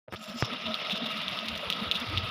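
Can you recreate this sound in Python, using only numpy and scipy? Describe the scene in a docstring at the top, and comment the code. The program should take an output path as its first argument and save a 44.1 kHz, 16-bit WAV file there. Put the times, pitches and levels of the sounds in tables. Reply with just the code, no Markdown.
"""Out of silence fingers tick on the phone while a child's battery car fades in, rolling up over block paving.
Gear contacts, dense random clicks, ring in housing and hollow body; sines add a whine and a whistle.
The hard wheels clack as short rings over the joints, once faintly near 0.16 s and often from 0.74 s;
loose parts rattle from 0.19 s on, low tones boom over bumps, filtered clicks rumble as rolling.
A hard tick and a thin squeal come near 0.4 s; wind puffs, low wavering tones, are strongest near the end."""
import sys
import numpy as np
from scipy import signal
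from scipy.io import wavfile

SR = 44100
rng = np.random.default_rng(int(sys.argv[2]) if len(sys.argv) > 2 else 0)


def wav_record(signal):
    """Record a signal, one row per channel, as 16-bit PCM in the file named by sys.argv[1]."""
    frames = np.transpose(np.atleast_2d(signal))
    bounded = np.clip(frames, -1, 1)
    # unit amplitude maps onto the largest positive 16-bit level
    quanta = np.round(bounded * 32767).astype(np.int16)
    wavfile.write(sys.argv[1], SR, quanta)


N = 101562


def amp(db):
    """Decibels to amplitude."""
    return 10 ** (np.asarray(db) / 20)


def unit(x):
    """Scale to rms 1."""
    return x / np.sqrt(np.mean(x ** 2) + 1e-20)


def in_time(rows):
    """Interpolate each column over the time in the first."""
    time_s, *columns = np.transpose(rows)
    return [np.interp(np.arange(N) / SR, time_s, column) for column in columns]


def drift(rate_hz):
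    """Slow random wander of spread 1, clipped at 2: noise through a double low-pass pole."""
    r = np.exp(-2 * np.pi * rate_hz / SR)
    noise = rng.standard_normal(N + SR)
    settled = signal.lfilter([1], [1, -2 * r, r * r], noise)[SR:]
    return np.clip(unit(settled), -2, 2)


def peak(x, hz, width_hz):
    """One resonance, gain 1 on top."""
    r = np.exp(-np.pi * abs(width_hz) / SR)
    poles = [1, -2 * r * np.cos(2 * np.pi * hz / SR), r * r]
    return signal.lfilter([(1 - r * r) / 2, 0, (r * r - 1) / 2], poles, x)


def ring(clicks, hz, t60_s):
    """A unit click sets a decaying sine of starting height 1 ringing."""
    r, w = amp(-60 / (abs(t60_s) * SR)), 2 * np.pi * hz / SR
    return signal.lfilter([0, np.sin(w)], [1, -2 * r * np.cos(w), r * r], clicks + 1e-18)


def body(x, modes, flicker_db=0):
    """Steep parallel resonances of alternating sign, each flickering on its own; rms 1."""
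    out = 0
    for k, (hz, width_hz, db) in enumerate(modes):
        mode = peak(peak(x, hz, width_hz), hz, width_hz)
        out = out + (-1) ** k * amp(db + flicker_db * drift(29.0)) * mode
    return unit(out)


DULL_HZ = 5230


def dull(x):
    """Steep loss of the top."""
    return signal.sosfilt(signal.butter(5, DULL_HZ, fs=SR, output="sos"), x)


GRAINS_PER_S, GRAIN_SPREAD_DB, FLUTTER_DB = 3000, 2.1, 1.5


def grains():
    """Small contacts: dense clicks of random size and sign, fluttering in level."""
    sizes = amp(GRAIN_SPREAD_DB * np.minimum(rng.exponential(1, N), 5)) * rng.choice([-1, 1], N)
    hits = rng.random(N) < GRAINS_PER_S / SR
    return sizes * hits * amp(FLUTTER_DB * drift(40))


def swells(rows, stretch, rough_rad, lumpy_db):
    """Short tones that swell and fade about their time, wavering in phase and level."""
    t, out = np.arange(N) / SR, np.zeros(N)
    wobble = rough_rad * drift(12.5)
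    phases = rng.uniform(0, 2 * np.pi, len(rows))
    for (time_s, db, hz, length_s), phase in zip(rows, phases):
        swell = np.exp(-((t - time_s) / (stretch * length_s)) ** 2)
        out += amp(db) * swell * np.sin(2 * np.pi * hz * t + phase + wobble)
    return out * amp(lumpy_db * drift(116))


# hum of the hollow body: (time [s], broad low mids [dB], middle mode [dB], upper mode [dB])
HUM = [(.08, -46.5, -72, -66), (.19, -96, -56, -53.5), (.3, -115, -47.5, -48), (.4, -50, -54, -48.5),
       (.52, -47, -48, -44), (.6, -55, -54, -49.5), (.69, -51.5, -51.5, -43), (.93, -49.5, -44, -44.5),
       (1.03, -45, -47, -47), (1.2, -60, -47, -44.5), (1.6, -50.5, -51, -50.5), (1.65, -48, -53, -44),
       (1.81, -45.5, -51.5, -44), (2.3, -50.5, -51.5, -44)]
# body modes: (frequency [Hz], width [Hz])
HUM_MODES = [(490, 260), (620, 130), (1275, 125)]
HUM_FLICKER_DB = 1.2


def hum(teeth):
    """Gear contacts drive the modes of the hollow body, each with its own level."""
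    out = 0
    for db, (hz, width_hz) in zip(in_time(HUM), HUM_MODES):
        out = out + amp(db) * body(teeth, [(hz, width_hz, 0)], HUM_FLICKER_DB)
    return out


WHINE_HZ, WHINE_WANDER, WHINE_DB = 2790, .026, -6.5  # tooth rate; relative drift; re chatter
WHISTLE_HZ, WHISTLE_WANDER, WHISTLE_DB = 11060, .008, -29  # relative drift; re chatter
WHINE_FLICKER_DB = 4.0  # both tones


def whine(chatter_db):
    """Sines follow the chatter level: one wanders at the tooth rate, a fainter whistle far above."""
    whine_hz = WHINE_HZ * (1 + WHINE_WANDER * (drift(5.57) + 0.598 * drift(53.0)))
    whine_amp = amp(chatter_db + WHINE_DB + WHINE_FLICKER_DB * drift(14))
    whistle_hz = WHISTLE_HZ * (1 + WHISTLE_WANDER * (drift(2.6) + 2 * drift(188)))
    whistle_amp = amp(chatter_db + WHISTLE_DB + WHINE_FLICKER_DB * drift(9.3))
    low_tone = whine_amp * np.sin(2 * np.pi * np.cumsum(whine_hz) / SR)
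    high_tone = whistle_amp * np.sin(2 * np.pi * np.cumsum(whistle_hz) / SR)
    return low_tone + high_tone


# whirr levels: (time [s], gear chatter [dB], its treble [dB], hiss near 7 kHz [dB], top [dB])
WHIRR = [(.08, -103, -105, -105, -100), (.12, -53, -48.5, -107, -83), (.18, -64, -58, -68, -72),
         (.25, -50, -53.5, -59.5, -63), (.34, -56, -50, -64, -67), (.41, -41.5, -38, -54.5, -54),
         (.47, -47, -46, -77, -75), (.51, -43, -52, -95, -72), (.87, -40, -48, -84, -69),
         (1.1, -38.5, -52, -75, -66.5), (1.4, -43, -53, -81, -65.5), (1.61, -42.5, -59.5, -74, -65.5),
         (2.3, -40.5, -55, -92, -62.5)]
# gear housing resonances: (frequency [Hz], width [Hz], relative level [dB])
CHATTER = [(2020, 760, -7), (2757, 620, -4.5), (3310, 630, -5), (3713, 510, -1)]
# treble resonances: (frequency [Hz], width [Hz], relative level [dB])
TREBLE = [(5160, 154, 8.5), (5300, 1330, 2)]
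# hiss resonance: (frequency [Hz], width [Hz], relative level [dB])
HISS = [(7300, 740, 0)]
# top resonances: (frequency [Hz], width [Hz], relative level [dB])
TOP = [(10500, 4800, 9), (15250, 890, 9.5)]
PATCHY_DB = 3.5  # flicker of each resonance


def whirr():
    """Gear contacts ring in the housing and drive the hollow body; whine and whistle ride on top."""
    teeth, levels_db = grains(), in_time(WHIRR)
    modes = (CHATTER, TREBLE, HISS, TOP)
    chatter, treble, hiss, top = [amp(db) * body(teeth, m, PATCHY_DB) for db, m in zip(levels_db, modes)]
    return dull(chatter + treble + hum(teeth)) + hiss + top + whine(levels_db[0])


# wheel clacks: (time [s], peak level [dB], pitch [Hz], fizz level [dB])
CLACKS = [(.1597, -28.5, 3000, -61), (0.7426, -13, 3680, -41), (0.8973, -17.5, 2890, -45),
          (1.1701, -22, 3700, -47), (1.2145, -25, 3400, -45), (1.2814, -15, 3400, -41),
          (1.3891, -17, 3380, -47.5), (1.4839, -18, 3580, -41.5), (1.5528, -20.5, 3220, -46),
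          (1.5752, -26.5, 3640, -46), (1.7009, -11, 3240, -36), (1.7254, -14, 3400, -42),
          (1.9133, -7, 3380, -38), (1.9993, -33.5, 3420, -41.5), (2.1744, -10.5, 3200, -43.5)]
# longer rattles of loose parts: (start [s], length [s], level [dB], top level [dB])
RATTLES = [(0.193, 0.0046, -64, -60), (0.235, 0.0088, -47, -50), (0.283, 0.021, -46.5, -51.5),
           (0.445, 0.011, -36.5, -53), (0.526, 0.013, -38, -53), (0.656, 0.016, -34, -58),
           (0.906, 0.027, -32, -52), (0.953, 0.031, -38, -56), (1.055, 0.02, -34, -52),
           (1.099, 0.026, -42, -54), (1.453, 0.014, -39, -53), (1.945, 0.028, -32.5, -51.5),
           (2.096, 0.0067, -43, -53.5)]
CLACK_S = .00035  # half length of the ring
RATTLE_DELAY_S, RATTLE_LENGTH_S, RATTLE_DB = .007, .004, -17.0  # loose parts answer each clack
FIZZ_T60_S = 0.049


def clacks():
    """A very short ring per joint, a rattle just after it and a bright fizz; longer rattles besides."""
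    out, rattle, fizz = np.zeros((3, N + SR))
    t = np.arange(2500) / SR
    shape = np.exp(-(t / CLACK_S - 2) ** 2)
    answer = np.exp(-((t - RATTLE_DELAY_S) / RATTLE_LENGTH_S) ** 2)
    for time_s, db, hz, top_db in CLACKS:
        i = int(time_s * SR)
        out[i:i + 2500] += amp(db) * shape * np.sin(2 * np.pi * hz * t)
        rattle[i:i + 2500] += amp(db + RATTLE_DB) * answer
        fizz[i:i + 2500] += amp(top_db - 60 * t / FIZZ_T60_S) * np.clip(t / 0.0004, 0, 1)
    for start_s, length_s, db, top_db in RATTLES:
        i = int(start_s * SR)
        hold = np.clip(t / 0.0021, 0, 1) * np.clip((length_s - t) / 0.0013 + 1, 0, 1)
        rattle[i:i + 2500] += amp(db) * hold
        fizz[i:i + 2500] += amp(top_db) * hold
    loose = grains() * amp(2.3 * drift(250))
    # modes: (frequency [Hz], width [Hz], relative level [dB])
    bright = body(loose, [(4960, 1850, 4), (10230, 3300, -9.5), (15200, 3300, -7.0)], 0.95)
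    rattling = body(loose, [(3530, 630, 1.0), (2707, 370, -2.8)])
    return out[:N] + dull(rattle[:N] * rattling) + fizz[:N] * bright


# rolling spectrum: (frequency [Hz], relative level [dB per Hz])
ROLL = [(40, -29), (90, -25.5), (215, 7.5), (330, -21.5), (800, -32), (1100, -2), (1650, -10.5),
        (3500, -2.5), (6000, -24.5)]
# rolling level: (time [s], level [dB])
ROLL_LEVEL = [(.08, -104), (.13, -52), (.38, -45), (.45, -42), (2.3, -38)]


def rolling():
    """Broad rumble and hiss of hard wheels on paving: clicks in half-octave bands of patchy level."""
    hz, db = np.transpose(ROLL)
    grit, out = [grains(), grains()], 0
    edges_hz = 40 * 2 ** np.arange(0, 8.1, .5)
    for k, (low, high) in enumerate(zip(edges_hz, edges_hz[1:])):
        band = signal.sosfilt(signal.butter(2, [low, high], "band", fs=SR, output="sos"), grit[k % 2])
        band_db = np.interp(np.log(low * high) / 2, np.log(hz), db)
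        out = out + amp(band_db + 2.4 * drift(16)) * band
    return amp(in_time(ROLL_LEVEL)[0]) * unit(out)


# the body booms over a bump: (time [s], level [dB], pitch [Hz], length [s])
BOOMS = [(.205, -44.5, 223, 0.038), (.3, -38, 205, 0.027), (.359, -32.5, 227.7, 0.023),
         (.532, -35.5, 242, 0.029), (.69, -34.5, 226.1, 0.071), (.702, -34.5, 637, 0.045),
         (.936, -30.5, 199, 0.015), (1.008, -35, 651, 0.0096), (1.03, -30, 237, 0.022),
         (1.076, -40.5, 234, 0.061), (1.166, -38, 211.4, 0.051), (1.487, -39.5, 225.1, 0.11),
         (1.636, -36, 570, 0.014), (1.826, -29.5, 217.4, 0.018), (2.028, -34, 228.8, 0.021),
         (2.13, -38.5, 307.4, 0.022)]


def booms():
    """Each bump sets the hollow body off in a short low swell."""
    return swells(BOOMS, stretch=0.68, rough_rad=1.0, lumpy_db=2.02)


# finger ticks: (time [s], level [dB])
TICKS = [(0.0835, -36), (0.0915, -41), (0.125, -24), (0.1289, -27), (0.1344, -25), (0.1375, -25),
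         (0.1398, -21.5), (0.1441, -37), (0.1458, -25.5), (0.1488, -31), (0.1506, -25), (0.1506, -29),
         (.4249, -7)]
# phone case modes: (frequency [Hz], level re tick [dB], t60 [s])
KNOCK = [(119, -10.5, 0.069), (1194, -21, 0.047), (280, -27, 0.028)]
TICK_S, TICK_EDGE_DB = .00009, -20  # half width of the pulse; sharp edge of the light touches


def ticks():
    """Each touch is a soft one-sided pulse and a dull ring of the case; the light flurry crackles."""
    clicks = np.zeros(N)
    for time_s, db in TICKS:
        clicks[int(time_s * SR)] = amp(db)
    pulse_t = np.arange(-30, 31) / SR
    pulse = np.convolve(clicks, np.exp(-(pulse_t / TICK_S) ** 2 / 2), "same")
    t = np.arange(N) / SR
    light = clicks * (t > .11) * (t < .2)
    edge = amp(TICK_EDGE_DB) * signal.lfilter([1], [1, -.97], light) * rng.standard_normal(N)
    knock = sum(amp(db) * ring(clicks, hz, t60_s) for hz, db, t60_s in KNOCK)
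    return knock - pulse - edge


# thin squeal: (time [s], level [dB], pitch [Hz], length [s])
SQUEAL = [(.44, -53, 5080, .08)]


def squeal():
    """One brief thin tone with a strongly wandering phase."""
    return swells(SQUEAL, stretch=1, rough_rad=20, lumpy_db=0)


# wind puffs: (time [s], level [dB], pitch [Hz], length [s])
PUFFS = [(.145, -55, 85.6, 0.029), (.676, -49.5, 95, 0.023), (1.29, -53, 71.2, 0.035),
         (1.529, -47, 76.2, 0.059), (1.676, -43, 84.3, 0.011), (1.88, -41, 87.1, 0.023),
         (1.998, -50, 81, 0.037), (2.085, -34.5, 90, 0.021), (2.167, -30.5, 90, 0.052),
         (2.236, -29.5, 121.5, 0.017), (2.285, -44, 74.8, 0.031)]


def puffs():
    """Wind on the microphone: low swells, uneven in phase and level."""
    return swells(PUFFS, stretch=0.82, rough_rad=1.65, lumpy_db=4.0)


def scene():
    """All sources, one channel."""
    car = whirr() + clacks() + dull(rolling()) + booms() + squeal()
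    return (car + ticks() + puffs())[None]


START_S, CUTOFF_HZ = .077, 15850


def record(dry):
    """Silent until the start; the deepest bass and the top are cut."""
    on = np.clip((np.arange(N) / SR - START_S) / 0.0036, 0, 1)
    thin = signal.sosfilt(signal.butter(2, 45, "high", fs=SR, output="sos"), dry * on)
    return signal.sosfilt(signal.cheby2(16, 50, CUTOFF_HZ, fs=SR, output="sos"), thin)


dry = scene()
out = record(dry)
wav_record(out)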